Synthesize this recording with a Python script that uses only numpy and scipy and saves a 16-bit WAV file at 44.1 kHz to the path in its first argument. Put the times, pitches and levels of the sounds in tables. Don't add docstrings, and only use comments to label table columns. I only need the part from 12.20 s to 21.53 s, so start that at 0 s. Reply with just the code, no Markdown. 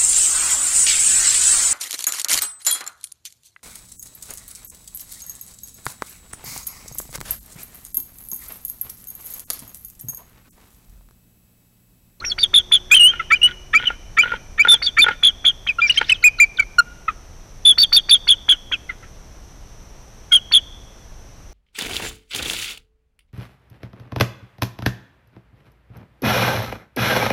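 import sys
import numpy as np
from scipy import signal
from scipy.fft import rfft, irfft
from scipy.io import wavfile

SR = 44100
rng = np.random.default_rng(int(sys.argv[2]) if len(sys.argv) > 2 else 0)


def transcribe(signal):
    frames = np.atleast_2d(signal).T
    limited = np.clip(frames, -1, 1)
    pcm = np.round(limited * 32767).astype(np.int16)
    wavfile.write(sys.argv[1], SR, pcm)


N = 411453

# pitch_hz, relative_level_db (per Hz)
AIR = [(12, -23), (22, -2), (105, -16.5), (271, -27.5), (686, -29.5), (1380, -36), (4500, -44),
       (6500, -100)]
HISS = [(3500, -32.5), (4700, -18), (5900, 0), (6300, -5), (6800, -17), (13300, -23), (14600, -61.5)]
AIR_DB, HISS_DB = -41, -54.5
# pitch_hz, level_db (rms)
WHINE = [(12970, -74.5)]
CUTOFF_HZ = 15400

# start_s, length_s, start_pitch_hz, end_pitch_hz, level_db
GLIDES = [(0, 0.011, 4400, 3900, -29), (0.006, 0.042, 990, 1800, -31), (0.038, 0.014, 2480, 1300, -22),
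          (1.651, 0.018, 3590, 2500, -17.5), (3.592, .036, 2700, 4070, -27),
          (3.662, 0.036, 5650, 5550, -24.5), (3.713, 0.0192, 3000, 6200, -29),
          (3.714, .022, 2650, 2950, -24), (3.838, .02, 4000, 3200, -30.5), (3.931, 0.042, 3900, 2700, -28),
          (4.368, 0.017, 4700, 2500, -26)]
HOARSE_START_S, HOARSE_END_S, HOARSE_DB = 3.62, 4.0, -44

# pitch_hz, relative_level_db (per Hz)
RASP = [(200, 2.5), (1050, -16), (1450, 7), (1800, 1), (3200, -6), (6000, -30.5), (16000, -37)]
FOREST_LOW_HZ = 2000

WARBLE_HZ, WARBLE_WANDER, WARBLE_CREST_S = 54.2, .2, .005
NOTE_EDGE_S = .003
SHUDDER_HZ, SHUDDER_WANDER = 860, .1
HARSH_HZ = 3624

# the voice catches, may hold an upper register, then drops to the main squeal.
# start_s, squeal_hold_s, pitch_hz and level_db (before bend and swell), upper_s, upper_level_db (re the squeal)
CHITTERS = [(0.048, .048, 5760, -23.5, 0.00013, 0), (0.186, 0.019, 3582, -8, 0.044, -11.5),
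            (0.34, 0.053, 3563, -6, 0, 0), (0.52, 0.042, 3500, -5.5, 0, 0),
            (2.624, 0.022, 3550, -14.5, 0.04, -3.5), (3.033, 0.055, 3458, -6, 0.00014, 0),
            (3.25, 0.048, 3417, -9, 0, 0), (3.472, 0.018, 3215, -21, 0, 0),
            (5.582, 0.015, 3534, -6, 0.048, -2), (5.727, .022, 3538, -4, 0.036, -3),
            (5.894, 0.042, 3569, -2, .015, -8.5), (6.077, 0.04, 3437, -4, 0.01, -14),
            (6.289, 0.04, 3360, -5.5, 0.00018, 0), (6.521, 0.022, 3256, -17, 0, 0),
            (8.32, 0.04, 3443, -4, 0.015, -13)]
# start_s, hold_s, pitch_hz and level_db (before bend and swell)
SQUEALS = [(0.097, 0.021, 4520, -23), (0.115, 0.0092, 3450, -16.5), (0.712, 0.0057, 3460, -11),
           (1.216, 0.0075, 2850, -14), (1.669, 0.0154, 3060, -9.5), (2.484, 0.063, 3630, -4),
           (2.785, 0.035, 4647, -19), (2.817, 0.023, 3673, -5.5), (3.487, 0.02, 2586, -13),
           (5.452, 0.062, 3569, -1.5), (6.536, 0.016, 2683, -19.5), (6.692, 0.016, 2093, -23),
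           (8.12, 0.049, 3339, -4)]
SQUEAL_BEND, SQUEAL_SWELL_DB = (0.96, 0.98, 0.94), (-4, 2, -2.5)
UPPER_RATIO, UPPER_BEND = 1.325, (.93, 0.97, 0.95)
UPPER_OVERLAP_S = 0.0056
UPPER_HARSH = 0.27
CATCH_S, CATCH_LEAD_S, CATCH_DB = 0.01257, 0.0075, -26.5
CHITTER_SWING_HZ = 144
SQUEAL_WARBLE = .018
RELEASE_S, RELEASE_PER_HOLD, RELEASE_FADE_DB, RELEASE_SAG = 0.025, 0.98, 29.5, 0.1

# pitch_hz, width_hz, relative_level_db
GRUNT_THROAT = [(1314, 66, 4.5), (1660, 220, 4), (2090, 108, 5.5), (2610, 230, -7), (3600, 180, -11.5)]
# start_s, level_db (before swell), grunt_level_db, squeak_level_db (before swell), harshness (0 to 1)
YELPS = [(0.715, 1, -35.5, -8.5, 0.3), (1.118, -7, -14, -21.5, 0.13), (1.547, -6.5, -14.5, -26, 0),
         (1.984, -6, -16.5, -14.5, 0), (2.393, -6.5, -26, -27.5, 0), (2.783, -6, -16.5, -23.5, 0.08)]
# start_s, length_s, pitch_hz (mid-note), level_db
GRUNTS = [(0.99, 0.022, 675, -21.5), (4.88, 0.013, 638, -22.5), (6.315, 0.023, 773, -30),
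          (6.519, 0.022, 762, -29), (6.689, 0.02, 706, -33.5), (6.82, 0.024, 669, -47),
          (8.108, 0.03, 721.5, -26.5)]
OPENING_GRUNT_S, OPENING_GRUNT_LEAD_S, OPENING_GRUNT_HZ = .025, .019, 626.4
GRUNT_BEND = 0.26
YELP_S, YELP_HZ, YELP_BEND, YELP_SWELL_DB = .033, 2428, (.905, 0.95, 1.03), (-4.5, 0, -6.5)
YELP_HZ_PER_DB, YELP_USUAL_DB = 18.5, -9
OCTAVE_DB, OCTAVE_GAIN_DB = -21.5, 10.5
SQUEAK_S, SQUEAK_HZ = 0.016, 3090

# time_s, pitch_hz (before warble), level_db
SCREAMS = [
    [(0.741, 3133, 3), (0.786, 3032, -6), (0.792, 3020, -23), (0.798, 2904, -1.5), (0.829, 2837, -3),
     (0.849, 2888, 0.5), (0.873, 3007, -3), (0.902, 3170, -12.5), (0.921, 3240, -27.5)],
    [(1.227, 2887, -3.5), (1.261, 2965, -4), (1.285, 2930, -33)],
]
# time_s, warble (share of pitch)
SCREAM_WARBLE = [(0.8, 0.021), (0.84, 0.0057)]

# start_s, length_s, level_db, chest_level_db (added to the chest)
CROAKS = [(0.932, 0.0077, -27.5, -1.5), (1.284, 0.012, -32.5, -11.5), (1.597, 0.0045, -25, 0.5),
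          (1.631, 0.0076, -30, 5), (1.701, 0.0053, -21.5, 5.5), (2.032, 0.0054, -18, -1),
          (2.052, 0.011, -24, 3.5), (2.072, 0.01, -29, 0), (2.115, 0.0092, -19.5, -1),
          (2.133, 0.011, -24.5, 11.5), (2.447, 0.0077, -13.5, -1), (2.469, 0.01, -17.5, -0.5),
          (2.514, 0.0087, -16, 4.5), (2.53, 0.019, -21.5, 4.5), (2.84, 0.0082, -20, -1.5),
          (2.862, 0.0071, -15, 2), (2.878, 0.02, -16, -1), (2.905, 0.0085, -23.5, 6.5),
          (3.811, 0.0077, -14, 1)]
# pitch_hz, width_hz, relative_level_db
CROAK_THROAT = [(1478, 56, 7.5), (1974, 1100, -11)]
CROAK_CHEST = [(462, 900, -15), (868, 150, -7.5)]
# pitch_hz, width_hz, relative_level_db
CRACKLE_THROAT = [(1430, 53, 2), (2000, 300, -6.5), (3160, 230, -2.5)]
CROAK_HZ, CROAK_BEND = 467.4, -0.25
CROAK_SPREAD = .05
CRACKLE_PER_S, CRACKLE_DB, CRACKLE_SPILL_S = 380, -34, 0.038
CRACKLE_PUFF_S = .0012

# start_s, length_s, pitch_hz and level_db (before bend and swell), whistle_length_s, harshness (0 to 1)
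PIPES = [(3.586, 0.019, 1390, -15, 0.0027, 0.04), (3.617, 0.054, 2421, -10.5, 0.00088, 0.06),
         (3.696, 0.019, 2978, -6, 0.016, 0.12), (3.774, 0.018, 3225, -7, 0.019, 0.3),
         (3.895, 0.019, 3097, -6.5, .013, 0.3), (3.919, 0.014, 2620, -2, 0, 0.03),
         (4.04, 0.047, 2515, 0, 0.018, 0.04), (4.2, 0.045, 2419, -2, 0.019, 0.02),
         (4.387, 0.02, 1537, -15, 0, 0.03), (4.395, 0.014, 2323, -7, 0.0017, 0.15),
         (4.421, 0.014, 2237, -23.5, 0.0027, 0.2), (4.585, 0.021, 1437, -1, 0, 0.03),
         (4.881, 0.021, 1283, -13, 0, 0)]
PIPE_BEND, PIPE_SWELL_DB = (0.97, 0.99, 0.93), (0, -0.5, -8.5)
SLUR_BEND, SLUR_DB, SLUR_UNDERTONE_DB = (1.98, 1.68, 1.4), -26, -2
SCOOP, SCOOP_S = 0.16, 0.0023


def from_db(db):
    return 10 ** (np.asarray(db) / 20)


def rms_one(x):
    return x / np.sqrt(np.mean(x ** 2) + 1e-20)


def add(out, s, sound):
    at = max(0, round(s * SR))
    out[at:at + len(sound)] += sound[:max(0, N - at)]


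def progress(length):
    return np.linspace(0, 1, max(64, round(length * SR)))


def arch(u, start, middle, end):
    return start * (1 - u) * (1 - 2 * u) + middle * (2 * u) * (2 - 2 * u) + end * u * (2 * u - 1)


def fades(u, edge_s):
    nearest_end_s = np.minimum(u, 1 - u) * len(u) / SR
    return np.sin(np.pi / 2 * np.clip(nearest_end_s / edge_s, 0, 1)) ** 2


def flutter(u, rate):
    return np.interp(np.arange(len(u)) * rate / SR, np.arange(1024), rng.standard_normal(1024))


def turns(hz):
    return 2 * np.pi * np.cumsum(hz) / SR


def coloured_noise(spectrum):
    hz, db = np.transpose(spectrum)
    bins = np.maximum(np.fft.rfftfreq(N, 1 / SR), 1)
    gain = from_db(np.interp(np.log(bins), np.log(hz), db))
    return rms_one(irfft(rfft(rng.standard_normal(N)) * gain, N))


def night():
    t = np.arange(N) / SR
    air = from_db(AIR_DB) * coloured_noise(AIR)
    hiss = from_db(HISS_DB) * coloured_noise(HISS)
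    whine = sum(np.sqrt(2) * from_db(db) * np.sin(2 * np.pi * hz * t) for hz, db in WHINE)
    hum_fade = np.interp(t, [1.35, 1.6], [1, 0])
    hum = from_db(-51) * np.sin(2 * np.pi * 364 * t) * hum_fade
    return air + hiss + whine + hum


def wheezes():
    out = np.zeros(N)
    for s, length, start_hz, end_hz, db in GLIDES:
        u = progress(length)
        hz = (start_hz + (end_hz - start_hz) * u) * (1 + .035 * flutter(u, 1500))
        add(out, s, from_db(db) * np.sin(turns(hz)) * fades(u, length / 2))
    u = progress(HOARSE_END_S - HOARSE_START_S)
    band = signal.butter(2, [1700, 5200], "band", fs=SR, output="sos")
    hiss = rms_one(signal.sosfiltfilt(band, rng.standard_normal(len(u))))
    uneven_level = from_db(HOARSE_DB + 5 * flutter(u, 120))
    add(out, HOARSE_START_S, uneven_level * hiss * fades(u, .1))
    return out


def rasp(voice, rasp_db, linger_s):
    r = np.exp(-1 / (linger_s * SR))
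    effort = signal.lfilter([1 - r], [1, -r], np.abs(voice) ** 0.38 + 1e-12)
    return from_db(rasp_db) * effort * coloured_noise(RASP)


def scatter(x, t60, delay_s, dull_hz):
    t = np.arange(2 * SR) / SR
    build_up = 1 - np.exp(-t / delay_s)
    echoes = rng.standard_normal(len(t)) * from_db(-60 * t / t60) * build_up
    dull = signal.butter(2, min(dull_hz, .45 * SR), fs=SR, output="sos")
    dull_echoes = signal.sosfilt(dull, echoes / np.linalg.norm(echoes))
    return signal.fftconvolve(x, dull_echoes)[:N]


def whistle(hz, db, warble, second_db, third_db, jitter, choke_db, rough):
    u = np.linspace(0, 1, len(hz))
    warble_phase = turns(WARBLE_HZ * (1 + WARBLE_WANDER * flutter(u, 73))) / 2
    crest = np.cos(warble_phase - np.pi * WARBLE_HZ * (NOTE_EDGE_S + WARBLE_CREST_S)) ** 2
    trough = np.tanh(warble / .025) * (1 - crest) ** 4
    swing = np.tanh(1.6 * (2 * crest - 1)) + jitter * flutter(u, 900)
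    phase = turns(hz * (1 + warble * swing * (1 - u ** 2 / 2)))
    level = from_db(db - choke_db * (trough - trough.mean()))
    grain = 1 + rough * (trough + (1 - u) ** 6) * flutter(u, 2200)
    overtones = from_db(second_db) * np.sin(2 * phase) + from_db(third_db) * np.sin(3 * phase)
    tone = np.sin(phase) + overtones
    return tone * level * grain * fades(u, .007)


def contour(length, hz, db, bend, swell_db):
    u = progress(length + 2 * NOTE_EDGE_S)
    return hz * arch(u, *bend), db + arch(u, *swell_db)


def pure(hz, db, warble):
    return whistle(hz, db, warble, second_db=-28.5, third_db=-41.0, jitter=0.36, choke_db=9, rough=0.26)


def shudder(tone, depth):
    slow = turns(SHUDDER_HZ * (1 + SHUDDER_WANDER * flutter(tone, 500)))
    lower = np.real(signal.hilbert(tone) * np.exp(-1j * slow))
    return tone + depth / 2 * (lower + tone * (np.cos(slow) + flutter(tone, HARSH_HZ)))


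def squeal(hold_s, hz, db, warble):
    release_s = min(RELEASE_S, RELEASE_PER_HOLD * hold_s)
    t = np.arange(-NOTE_EDGE_S, hold_s + release_s, 1 / SR)
    held = np.clip(t / hold_s, 0, 1)
    let_go = np.clip((t - hold_s) / release_s, 0, 1)
    pitch = hz * (arch(held, *SQUEAL_BEND) - RELEASE_SAG * let_go)
    level_db = db + arch(held, *SQUEAL_SWELL_DB) - RELEASE_FADE_DB * let_go
    return pure(pitch, level_db, warble)


def catch(start_hz, end_hz, shake_hz, jitter):
    u = progress(CATCH_S)
    hz = (start_hz + (end_hz - start_hz) * u) * (1 + jitter * flutter(u, 2500))
    shake = 1 + 0.53 * np.sin(turns(shake_hz * (1 + 0.11 * flutter(u, 347))))
    return rms_one(np.sin(turns(hz)) * shake * (u + 0.27) * fades(u, 0.0018))


def chitters():
    out = np.zeros(N)
    for s, hold_s, hz, db, upper_s, upper_db in CHITTERS:
        caught = catch(start_hz=1009, end_hz=3040, shake_hz=766.4, jitter=0.18)
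        add(out, s - CATCH_LEAD_S, from_db(CATCH_DB) * caught)
        if upper_s > NOTE_EDGE_S:
            upper_hz = hz * UPPER_RATIO
            pitch, level_db = contour(upper_s + UPPER_OVERLAP_S, upper_hz, db + upper_db,
                                      UPPER_BEND, swell_db=(-3, 0, -1.5))
            upper = pure(pitch, level_db, CHITTER_SWING_HZ / upper_hz)
            add(out, s - NOTE_EDGE_S, shudder(upper, UPPER_HARSH))
        add(out, s + upper_s - NOTE_EDGE_S, squeal(hold_s, hz, db, CHITTER_SWING_HZ / hz))
    for s, *note in SQUEALS:
        add(out, s - NOTE_EDGE_S, squeal(*note, SQUEAL_WARBLE))
    return out


def throat(x, resonances):
    out = 0
    for k, (hz, width, db) in enumerate(resonances):
        r = np.exp(-np.pi * width / SR)
        feedback = [1, -2 * r * np.cos(2 * np.pi * hz / SR), r * r]
        ringing = signal.lfilter([1, 0, -1], feedback, x)
        out = out + (-1) ** k * from_db(db) * (1 - r * r) / 2 * ringing
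    return out


def pulsed(length, hz, rise, resonances, jitter):
    u = progress(length)
    cycles = turns(hz * (1 + rise * (u - .5) + jitter * flutter(u, 700))) / (2 * np.pi)
    pulses = np.diff(np.floor(cycles), prepend=0) * fades(u, length / 2)
    sound = throat(np.pad(pulses, (0, SR // 40)), resonances)
    sound = signal.sosfilt(signal.butter(2, 4000, fs=SR, output="sos"), sound)
    return sound / np.sqrt(np.sum(sound ** 2) / len(u) + 1e-12)


def grunts():
    out = np.zeros(N)
    for s, _, db, *_ in YELPS:
        grunt = pulsed(OPENING_GRUNT_S, OPENING_GRUNT_HZ, GRUNT_BEND, GRUNT_THROAT, jitter=0.045)
        add(out, s - OPENING_GRUNT_LEAD_S, from_db(db) * grunt)
    for s, length, hz, db in GRUNTS:
        grunt = pulsed(length, hz, rise=-0.16, resonances=GRUNT_THROAT, jitter=0.017)
        add(out, s, from_db(db) * grunt)
    return out


def reedy(hz, db, harsh):
    second_db = OCTAVE_DB + OCTAVE_GAIN_DB * np.log2(YELP_HZ / hz.mean())
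    tone = whistle(hz, db, warble=0.007, second_db=second_db, third_db=-33,
                   jitter=.6, choke_db=3, rough=0.12)
    return shudder(tone, harsh)


def yelps():
    out = np.zeros(N)
    for s, db, _, squeak_db, harsh in YELPS:
        hz = YELP_HZ + YELP_HZ_PER_DB * (db - YELP_USUAL_DB)
        pitch, level_db = contour(YELP_S, hz, db, YELP_BEND, YELP_SWELL_DB)
        add(out, s - NOTE_EDGE_S, reedy(pitch, level_db, harsh))
        add(out, s + YELP_S, squeal(SQUEAK_S, SQUEAK_HZ, squeak_db, warble=0.0085))
    return out


def scream():
    out = np.zeros(N)
    warble_s, warble_share = np.transpose(SCREAM_WARBLE)
    for curve in SCREAMS:
        s, hz, db = np.transpose(curve)
        t = np.arange(s[0], s[-1], 1 / SR)
        warble = np.interp(t, warble_s, warble_share)
        add(out, s[0], pure(np.interp(t, s, hz), np.interp(t, s, db), warble))
    return out


def rattles():
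    out, active = np.zeros(N), np.zeros(N)
    for s, length, db, chest_db in CROAKS:
        chest = [(hz, width, level_db + chest_db) for hz, width, level_db in CROAK_CHEST]
        throat_shift, pitch = 1 + CROAK_SPREAD * rng.uniform(-1.5, 1, 2)
        resonances = np.array(chest + CROAK_THROAT) * [throat_shift, 1, 1]
        croak = pulsed(length, CROAK_HZ * pitch, CROAK_BEND, resonances, jitter=.04)
        add(out, s, from_db(db) * croak)
        around = fades(progress(length + 2 * CRACKLE_SPILL_S), CRACKLE_SPILL_S)
        add(active, s - CRACKLE_SPILL_S, around)
    clicks = (rng.random(N) < CRACKLE_PER_S / SR) * rng.standard_normal(N)
    decay = np.exp(-1 / (CRACKLE_PUFF_S * SR))
    puffs = signal.lfilter([1], [1, -decay], clicks + 1e-18) * rng.standard_normal(N)
    soften = signal.butter(4, 4000, fs=SR, output="sos")
    crackle = signal.sosfilt(soften, throat(puffs, CRACKLE_THROAT))
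    return out + from_db(CRACKLE_DB) * np.minimum(active, 1) * rms_one(crackle)


def slur(length, hz, waver):
    u = progress(length + NOTE_EDGE_S)
    phase = turns(hz * arch(u, *SLUR_BEND) * (1 + waver * flutter(u, 1204)))
    undertones = np.sin(phase / 3) + np.sin(2 * phase / 3) / 2
    return from_db(SLUR_DB) * (np.sin(phase) + from_db(SLUR_UNDERTONE_DB) * undertones) * fades(u, 0.011)


def pipes():
    out = np.zeros(N)
    for s, length, hz, db, slur_s, harsh in PIPES:
        pitch, level_db = contour(length, hz, db, PIPE_BEND, PIPE_SWELL_DB)
        if slur_s > NOTE_EDGE_S:
            add(out, s - slur_s, slur(slur_s, hz, waver=0.0184))
            since_start_s = np.maximum(np.arange(len(pitch)) / SR - NOTE_EDGE_S, 0)
            pitch = pitch * (1 - SCOOP * np.exp(-since_start_s / SCOOP_S))
        add(out, s - NOTE_EDGE_S, reedy(pitch, level_db, harsh))
    return out


def scene():
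    shrill = chitters() + scream() + wheezes()
    low = yelps() + pipes()
    rough = grunts() + rattles()
    voice = shrill + rasp(shrill, rasp_db=-34.5, linger_s=0.0022)
    voice = voice + low + rasp(low, rasp_db=-35.0, linger_s=0.0023)
    voice = voice + rough + rasp(rough, rasp_db=-26, linger_s=0.012)
    branches = from_db(-9) * scatter(voice, t60=0.04, delay_s=0.001, dull_hz=5000)
    carried = signal.sosfilt(signal.butter(1, FOREST_LOW_HZ, "high", fs=SR, output="sos"), voice)
    forest = from_db(-29.0) * scatter(carried, t60=1.0, delay_s=0.038, dull_hz=3900)
    return (voice + branches + forest + night())[None]


def record(dry):
    fine = signal.resample_poly(dry, 2, 1, axis=-1)
    clipped = fine / (1 + np.abs(fine / .55) ** 10) ** (1 / 10)
    sound = signal.resample_poly(clipped, 1, 2, axis=-1)
    return signal.sosfiltfilt(signal.butter(12, CUTOFF_HZ, fs=SR, output="sos"), sound)


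dry = scene()
out = record(dry)
transcribe(out)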